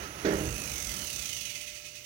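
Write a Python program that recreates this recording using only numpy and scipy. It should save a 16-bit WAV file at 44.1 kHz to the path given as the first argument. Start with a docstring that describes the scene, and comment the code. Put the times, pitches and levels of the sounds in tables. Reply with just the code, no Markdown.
"""A tilting garage gate shuts

The drive whirs and rubbing metal squeals thinly, then the drive lets go with a clunk that excites the
modes of the sheet-metal panel. The motor coasts down, rubbing once a turn and ringing its housing,
over a faint mains hum. The left microphone port is muffled and hears everything slightly later."""
import sys
import numpy as np
from scipy import signal
from scipy.fft import rfft, irfft
from scipy.io import wavfile
from scipy.ndimage import map_coordinates

SR = 44100
rng = np.random.default_rng(int(sys.argv[2]) if len(sys.argv) > 2 else 0)


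def digitize_waveform(pressure):
    """Quantize a signal to 16-bit integers and store it at the path in sys.argv[1].

    Rows of a 2-D input are taken as channels; values are limited to [-1, 1].
    """
    field = np.atleast_2d(pressure).T
    bounded = np.clip(field, -1, 1)
    quanta = np.round(bounded * 32767).astype(np.int16)
    wavfile.write(sys.argv[1], SR, quanta)


N = 90404
T = np.arange(N) / SR

def undb(db):
    """Decibels to amplitude ratio."""
    return 10 ** (np.asarray(db) / 20)

def unit(x):
    """Normalisation to rms 1."""
    return x / np.sqrt(np.mean(x ** 2))

def curve(rows):
    """Linear interpolation of (seconds, value) rows."""
    return np.interp(T, *np.array(rows).T)

def colour(x, points):
    """Spectral shaping by (Hz, dB) points."""
    hz, db = np.array(points).T
    freqs = np.fft.rfftfreq(2 * N, 1 / SR)
    gain = undb(np.interp(np.log(freqs + 1), np.log(hz), db))
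    return irfft(rfft(x, 2 * N) * gain)[:N]

def noise(points):
    """Spectrally shaped noise of rms 1."""
    return unit(colour(rng.standard_normal(N), points))

def octave(hz):
    """Octave-band noise of rms 1."""
    sos = signal.butter(3, [hz / np.sqrt(2), hz * np.sqrt(2)], "band", fs=SR, output="sos")
    return unit(signal.sosfilt(sos, rng.standard_normal(N)))

def wander(position):
    """Smooth random modulation, one new value per unit of position."""
    return map_coordinates(rng.standard_normal(N), [position], order=3, mode="wrap")

def swell(middle, length):
    """A raised-cosine envelope, 1 at its middle."""
    return np.cos(np.pi * np.clip((T - middle) / length, -.5, .5)) ** 2

# Hum partials. Each row: frequency in Hz, level in dB.
HUM_PARTIALS = [(64.6, -70), (122, -60), (360, -66.5), (479, -72), (598, -56)]
# Easing of the hum. Each row: time in seconds, gain in dB.
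HUM_GAIN = [(.9, 2), (1.3, 0)]
# Outdoor air. Each row: frequency in Hz, relative density in dB.
AIR_SPECTRUM = [(25, 23), (60, 19), (130, -5), (300, -5), (600, -10), (1200, -5), (3000, -13), (10000, -28)]
def background():
    """Superposition of a faint electric hum and the broadband noise of outdoor air."""
    hum = sum(undb(db + wander(T * 5)) * np.sin(2 * np.pi * hz * T) for hz, db in HUM_PARTIALS)
    return undb(curve(HUM_GAIN)) * hum + undb(-61.5) * noise(AIR_SPECTRUM)

# Panel rumble. Each row: frequency in Hz, relative density in dB.
RUMBLE_SPECTRUM = [(30, -32), (55, 5), (90, 1), (130, -1.5), (190, -7), (260, -8), (500, -28.5)]
# Its envelope. Each row: time in seconds, level in dB.
RUMBLE_ENVELOPE = [(0, -67), (.4, -35), (.7, -44), (1.0, -49.5), (1.35, -51), (1.5, -57.5), (2.05, -65)]
def rumble():
    """Random low-frequency vibration of the panel fades as it comes to rest."""
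    return noise(RUMBLE_SPECTRUM) * undb(curve(RUMBLE_ENVELOPE))

# Low swells. Each row: middle in seconds, length in seconds, frequency in Hz, level in dB.
PANEL_SWELLS = [(.34, .11, 64, -33), (.335, .11, 158, -35), (.46, .19, 77, -34), (.51, .16, 56, -35),
                (.5, .19, 120, -36), (.755, .09, 67, -42), (.88, .1, 53, -37), (1.0, .18, 195, -46),
                (1.19, .14, 57, -47)]
def wobbles():
    """Flexural vibration: the loose panel radiates low tone bursts as it wobbles."""
    return sum(undb(db) * swell(middle, length) * np.sin(2 * np.pi * hz * (T - middle))
               for middle, length, hz, db in PANEL_SWELLS)

# Squeals. Each row: start and end in seconds, frequency in Hz, glide in Hz per second, relative dB.
SQUEAL_TONES = [(-.05, .38, 9470, 250, -13), (-.05, .26, 10340, 0, -10), (-.05, .16, 10060, 0, -7),
                (.14, .26, 10065, 0, 1), (.24, .38, 10075, 0, -4), (.37, .48, 10085, 0, 1),
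                (.52, .72, 10085, 0, -1), (.08, .19, 10925, -500, -2), (.19, .33, 10870, -300, -7),
                (.295, .385, 10850, -400, 2), (.37, .55, 10810, -200, -5)]
def squeals():
    """Friction-induced oscillation: rubbing metal gives very high, rough, flickering tones."""
    out = 0
    for start, end, hz, glide, db in SQUEAL_TONES:
        pitch = hz + glide * (T - start) + 14 * wander(T * 60)
        fade = np.clip(np.minimum(T - start, end - T) / 0.033, 0, 1)
        roughness = .25 * wander(T * 400)
        angle = 2 * np.pi * np.cumsum(pitch) / SR + roughness
        flicker_db = 3 * wander(T * 35)
        out += undb(-47 + db + flicker_db) * fade * np.sin(angle)
    return out

# Housing modes. Each row: frequency in Hz, bandwidth in Hz, relative gain in dB.
HOUSING_MODES = [(1327, 65, 6), (2082, 186, -2), (2556, 270, -3.5), (2910, 65, 0), (4640, 150, -6.5),
                 (5510, 110, 2), (5870, 43, -3.5), (6000, 140, 7.5), (6350, 226, 3.5), (6200, 61, -1.5)]
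def housing(x, ring=1):
    """Resonance: the motor's metal housing adds its ringing to the sound that excites it."""
    ringing = sum(undb(db) * signal.lfilter(*signal.iirpeak(hz, hz / width, fs=SR), x)
                  for hz, width, db in HOUSING_MODES)
    return x + ring * ringing

# Whir of the drive. Each row: frequency in Hz, relative density in dB.
WHIR_SPECTRUM = [(28, -35), (42, -4), (60, 7), (120, 0), (300, 1.5), (600, -3.5), (950, -4), (1330, -4),
                 (1700, -2), (2200, -6.5), (2900, -6.5), (3500, -9), (5000, -12.5), (6150, -11.5),
                 (7200, -16.5), (9000, -21.5), (12000, -23), (15500, -17)]
# Its envelope. Each row: time in seconds, level in dB.
WHIR_ENVELOPE = [(0, -37), (.17, -38.5), (.25, -35.5), (.65, -40), (1.0, -42.5), (1.35, -49.5),
                 (1.6, -54.5), (2.05, -60)]
def drive():
    """Forced vibration: gears and arms whir through the housing, fading as the gate settles."""
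    return unit(housing(noise(WHIR_SPECTRUM))) * undb(curve(WHIR_ENVELOPE) + wander(T * 25))

# Late scrapes. Each row: middle in seconds, length in seconds, level in dB.
SCRAPE_SWELLS = [(1.5, .11, -46), (1.565, .045, -48), (1.678, .04, -48), (1.877, .08, -49),
                 (1.975, .08, -50)]
# Their friction noise. Each row: frequency in Hz, relative density in dB.
SCRAPE_SPECTRUM = [(1800, -39.5), (2300, -9), (2570, 2), (2900, -10), (3300, -29), (6000, -30), (9000, -45)]
def scrapes():
    """Sliding friction: in its last turns the rotor drags long enough to make the housing sing."""
    envelope = sum(undb(db) * swell(middle, length) for middle, length, db in SCRAPE_SWELLS)
    return unit(housing(noise(SCRAPE_SPECTRUM))) * envelope

# Close echoes. Each row: delay in seconds, gain in dB.
REFLECTIONS = [(.0043, -18.5), (0.0123, -12.5), (0.0221, -10), (0.0384, -21.5)]
def walls(x):
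    """Early reflection: the wall and posts beside the motor return delayed copies."""
    return x + sum(undb(db) * np.pad(x, (int(delay * SR), 0))[:N] for delay, db in REFLECTIONS)

# Grinding bands. Each row: centre and width in multiples of the rotation rate, level in dB.
GRIND_BANDS = [(47.47, 7.5, -40), (79.9, 10, -44.5), (113.6, 13, -42.5), (137.8, 28, -43), (179, 36, -45),
               (255.5, 70, -46.5)]
# Their filter. Each row: frequency in Hz, gain in dB.
GRIND_FILTER = [(900, -33.5), (1700, -24), (2100, -11.5), (2650, -2.5), (3600, -4), (5000, -9), (8000, -4)]
def grinding(turns, pressure):
    """Rotational orders: rough bearing races make noise bands that sink with the speed."""
    bands = 0
    for multiple, width, db in GRIND_BANDS:
        angle = 2 * np.pi * multiple * turns
        band = wander(turns * width) * np.cos(angle) + wander(turns * width) * np.sin(angle)
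        bands += undb(db) * unit(band)
    pulsing = 1 + 0.5 * (pressure - 1)  # half the grinding follows the rubs
    return housing(colour(bands * pulsing, GRIND_FILTER))

# Rubbing noise. Each row: frequency in Hz, relative density in dB.
RUB_SPECTRUM = [(900, -63), (1700, -14), (2100, -8), (2650, -5.5), (3400, -4.5), (5100, -4.5), (6150, -6),
                (7200, -5), (9200, -4.5), (10700, -3.5), (12300, -10), (15500, -5)]
# Coupling of the rub to the housing. Each row: time in seconds, gain in dB.
HOUSING_COUPLING = [(.25, 10.5), (.5, 4), (.78, 3.5), (1.05, 1), (1.3, 6.5), (1.55, 4), (1.8, 1.5),
                    (2.05, 2)]
def rubbing(pressure, slowness):
    """Amplitude modulation: friction noise follows the contact pressure and dulls at low speed."""
    grit = rng.standard_normal(N) * undb(.9 * wander(T * 3000))
    friction = colour(grit * pressure, RUB_SPECTRUM)
    rub = unit(housing(friction, ring=undb(curve(HOUSING_COUPLING))))
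    fizz = signal.sosfiltfilt(signal.butter(2, 6630, "high", fs=SR, output="sos"), rub)
    return rub - fizz * slowness

# Rotor speed. Each row: time in seconds, turns per second.
ROTOR_SPEED = [(.25, 65.76), (.6, 52.85), (1.0, 38.42), (1.4, 23.91), (1.65, 14.98), (1.82, 9.18),
               (2.05, 11.0)]
# Contact left between rubs. Each row: time in seconds, share of full contact.
RESTING_CONTACT = [(.25, .32), (.75, .35), (1.05, .45), (1.35, .42), (1.7, .44)]
# Force of the rub. Each row: time in seconds, level in dB.
RUB_FORCE = [(.24, -64), (.33, -41.5), (.55, -37.5), (.75, -33.5), (1.05, -33.5), (1.35, -34), (1.6, -35),
             (1.8, -37.5), (2.05, -40.5)]
def motor(brisk_turns_per_s=31.2, rise_turns=.17, fall_turns=.13):
    """Periodic contact: the coasting rotor rubs once a turn, dragging longer in slow turns."""
    speed = curve(ROTOR_SPEED)
    turns = np.cumsum(speed) / SR
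    phase = turns % 1
    slowness = np.maximum(1 - speed / brisk_turns_per_s, 0)
    drag = fall_turns * (1 + slowness)
    touch = np.where(phase < rise_turns, (phase / rise_turns) ** 2, np.exp(-(phase - rise_turns) / drag))
    touch = np.sin(np.pi / 2 * touch)  # the contact flattens at its peak
    rest = curve(RESTING_CONTACT)
    pressure = unit(rest + (1 - rest) * touch * undb(.4 * wander(turns)))
    force = undb(curve(RUB_FORCE))
    return walls(force * rubbing(pressure, slowness) + force / force.max() * grinding(turns, pressure))

# Metallic snap. Each row: frequency in Hz, relative density in dB.
SNAP_SPECTRUM = [(900, -20), (1600, 4), (2300, -2), (3000, -15), (3900, -9), (5000, -14), (6600, -7),
                 (8000, -44)]
def snap(start_s=.25, rise_s=.003, decay_s=.019):
    """An impact transient: a short, bright burst from the metal opens the clunk."""
    age = np.maximum(T - start_s, 0)
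    envelope = np.minimum(age / rise_s, 1) * np.exp(-age / decay_s)
    return undb(-26.5) * envelope * noise(SNAP_SPECTRUM)

# The clunk and its rattles. Each row: start in seconds, ring gain, crack gain and knock level in dB.
IMPACTS = [(.248, 4, -2.5, -32), (0.269, -10.5, -2.5, -19.5), (.297, -10.5, -25, -18),
           (0.3089, -4.5, -2.5, -17), (0.333, -10, -3.5, -17), (0.403, -3.5, -20, -32)]
# Panel modes. Each row: frequency in Hz, relative level in dB, time to fall 60 dB in seconds.
PANEL_MODES = [(73.8, -49, 3), (118.1, -46, 1.5), (161.9, -40.5, 0.69), (198.5, -33, 0.44),
               (309, -26, 0.397), (337.5, -28, 0.43), (389.3, -29.5, 0.49), (409.2, -28, 0.37),
               (453.7, -31.5, 0.52), (484.5, -42.5, 1.16), (581, -37.5, 0.39), (630, -34.5, 0.4),
               (787, -44.5, 0.34), (1450, -43, 0.24), (1720, -41, 0.32)]
# Crack of a blow. Each row: frequency in Hz, relative density in dB.
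CRACK_SPECTRUM = [(30, -40), (90, -18), (300, -18), (550, 11), (900, -27), (1900, 8), (3000, -44),
                  (6500, -14), (9000, -19.5)]
def clunk(build_s_at_100_hz=.026, crack_decay_s=.025, knock_peak_s=.00023):
    """Impulse excitation: each blow knocks, cracks briefly and rings the panel's damped modes."""
    out = 0
    for start, ring_db, crack_db, knock_db in IMPACTS:
        age = np.maximum(T - start, 0)
        for hz, mode_db, t60 in PANEL_MODES:
            build = 1 - np.exp(-age / build_s_at_100_hz * (hz / 100) ** 2)  # low modes build slowly
            out += build * undb(ring_db + mode_db - 60 * age / t60) * np.sin(2 * np.pi * hz * age)
        crack = (T >= start) * np.exp(-age / crack_decay_s) * noise(CRACK_SPECTRUM)
        knock = age / knock_peak_s * np.exp(1 - age / knock_peak_s)
        out += undb(crack_db - 30.5) * crack + undb(knock_db) * knock
    return out

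# Octave bands of the sheet. Each row: centre in Hz, level in dB, build-up and 60 dB decay in seconds.
SHEET_BANDS = [(62.8, -39, 0.14, 1.4), (136, -42, 0.11, 1.9), (215, -39.5, 0.08, 1.33),
               (420, -29.5, 0.012, 0.92), (810, -36, 0.012, 0.84), (1670, -34.5, 0.0032, 1),
               (3800, -38.5, 0.0026, 0.65)]
def boom():
    """Modal overlap: the struck sheet's dense modes merge into noise; the lows build late and linger."""
    age = np.maximum(T - IMPACTS[0][0], 0)
    return sum(octave(hz) * undb(db - 60 * age / t60) * (1 - np.exp(-age / rise))
               for hz, db, rise, t60 in SHEET_BANDS)

def scene(diffuse=.4, left_lag_s=.00032):
    """Partial coherence: motor noise and some whir and ringing differ between ports; the left lags."""
    direct = squeals() + clunk() + rumble() + wobbles() + background()
    spread = boom() + drive() + snap()
    left = direct + motor() + scrapes() + np.sqrt(1 - diffuse ** 2) * spread
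    left += diffuse * (boom() + drive() + snap())
    right = direct + motor() + scrapes() + spread
    lag = int(left_lag_s * SR)
    return np.array([np.pad(left, (lag, 0))[:N], right])

# Response of the left port. Each row: frequency in Hz, gain in dB.
LEFT_RESPONSE = [(60, -7.5), (200, -4), (400, -7), (700, -4.5), (1290, -12.5), (2300, -31.5), (5500, -41),
                 (9000, -16), (12000, -17), (15000, -14)]
# Its hiss. Each row: frequency in Hz, relative density in dB.
HISS_SPECTRUM = [(2000, -16.5), (6000, -17.5), (11500, -19), (13000, -10.5), (15500, -7.5)]
def record(dry):
    """Band limiting: both ports lose the deepest bass and the top; the left is muffled and hisses."""
    left = colour(dry[0], LEFT_RESPONSE) + undb(-52.5) * noise(HISS_SPECTRUM)
    low_cut = signal.butter(4, 45, "high", fs=SR, output="sos")
    high_cut = signal.ellip(10, .2, 80, 15900, fs=SR, output="sos")
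    both = signal.sosfilt(low_cut, np.array([left, dry[1]]))
    return signal.sosfilt(high_cut, both)

dry = scene()
out = record(dry)
digitize_waveform(out)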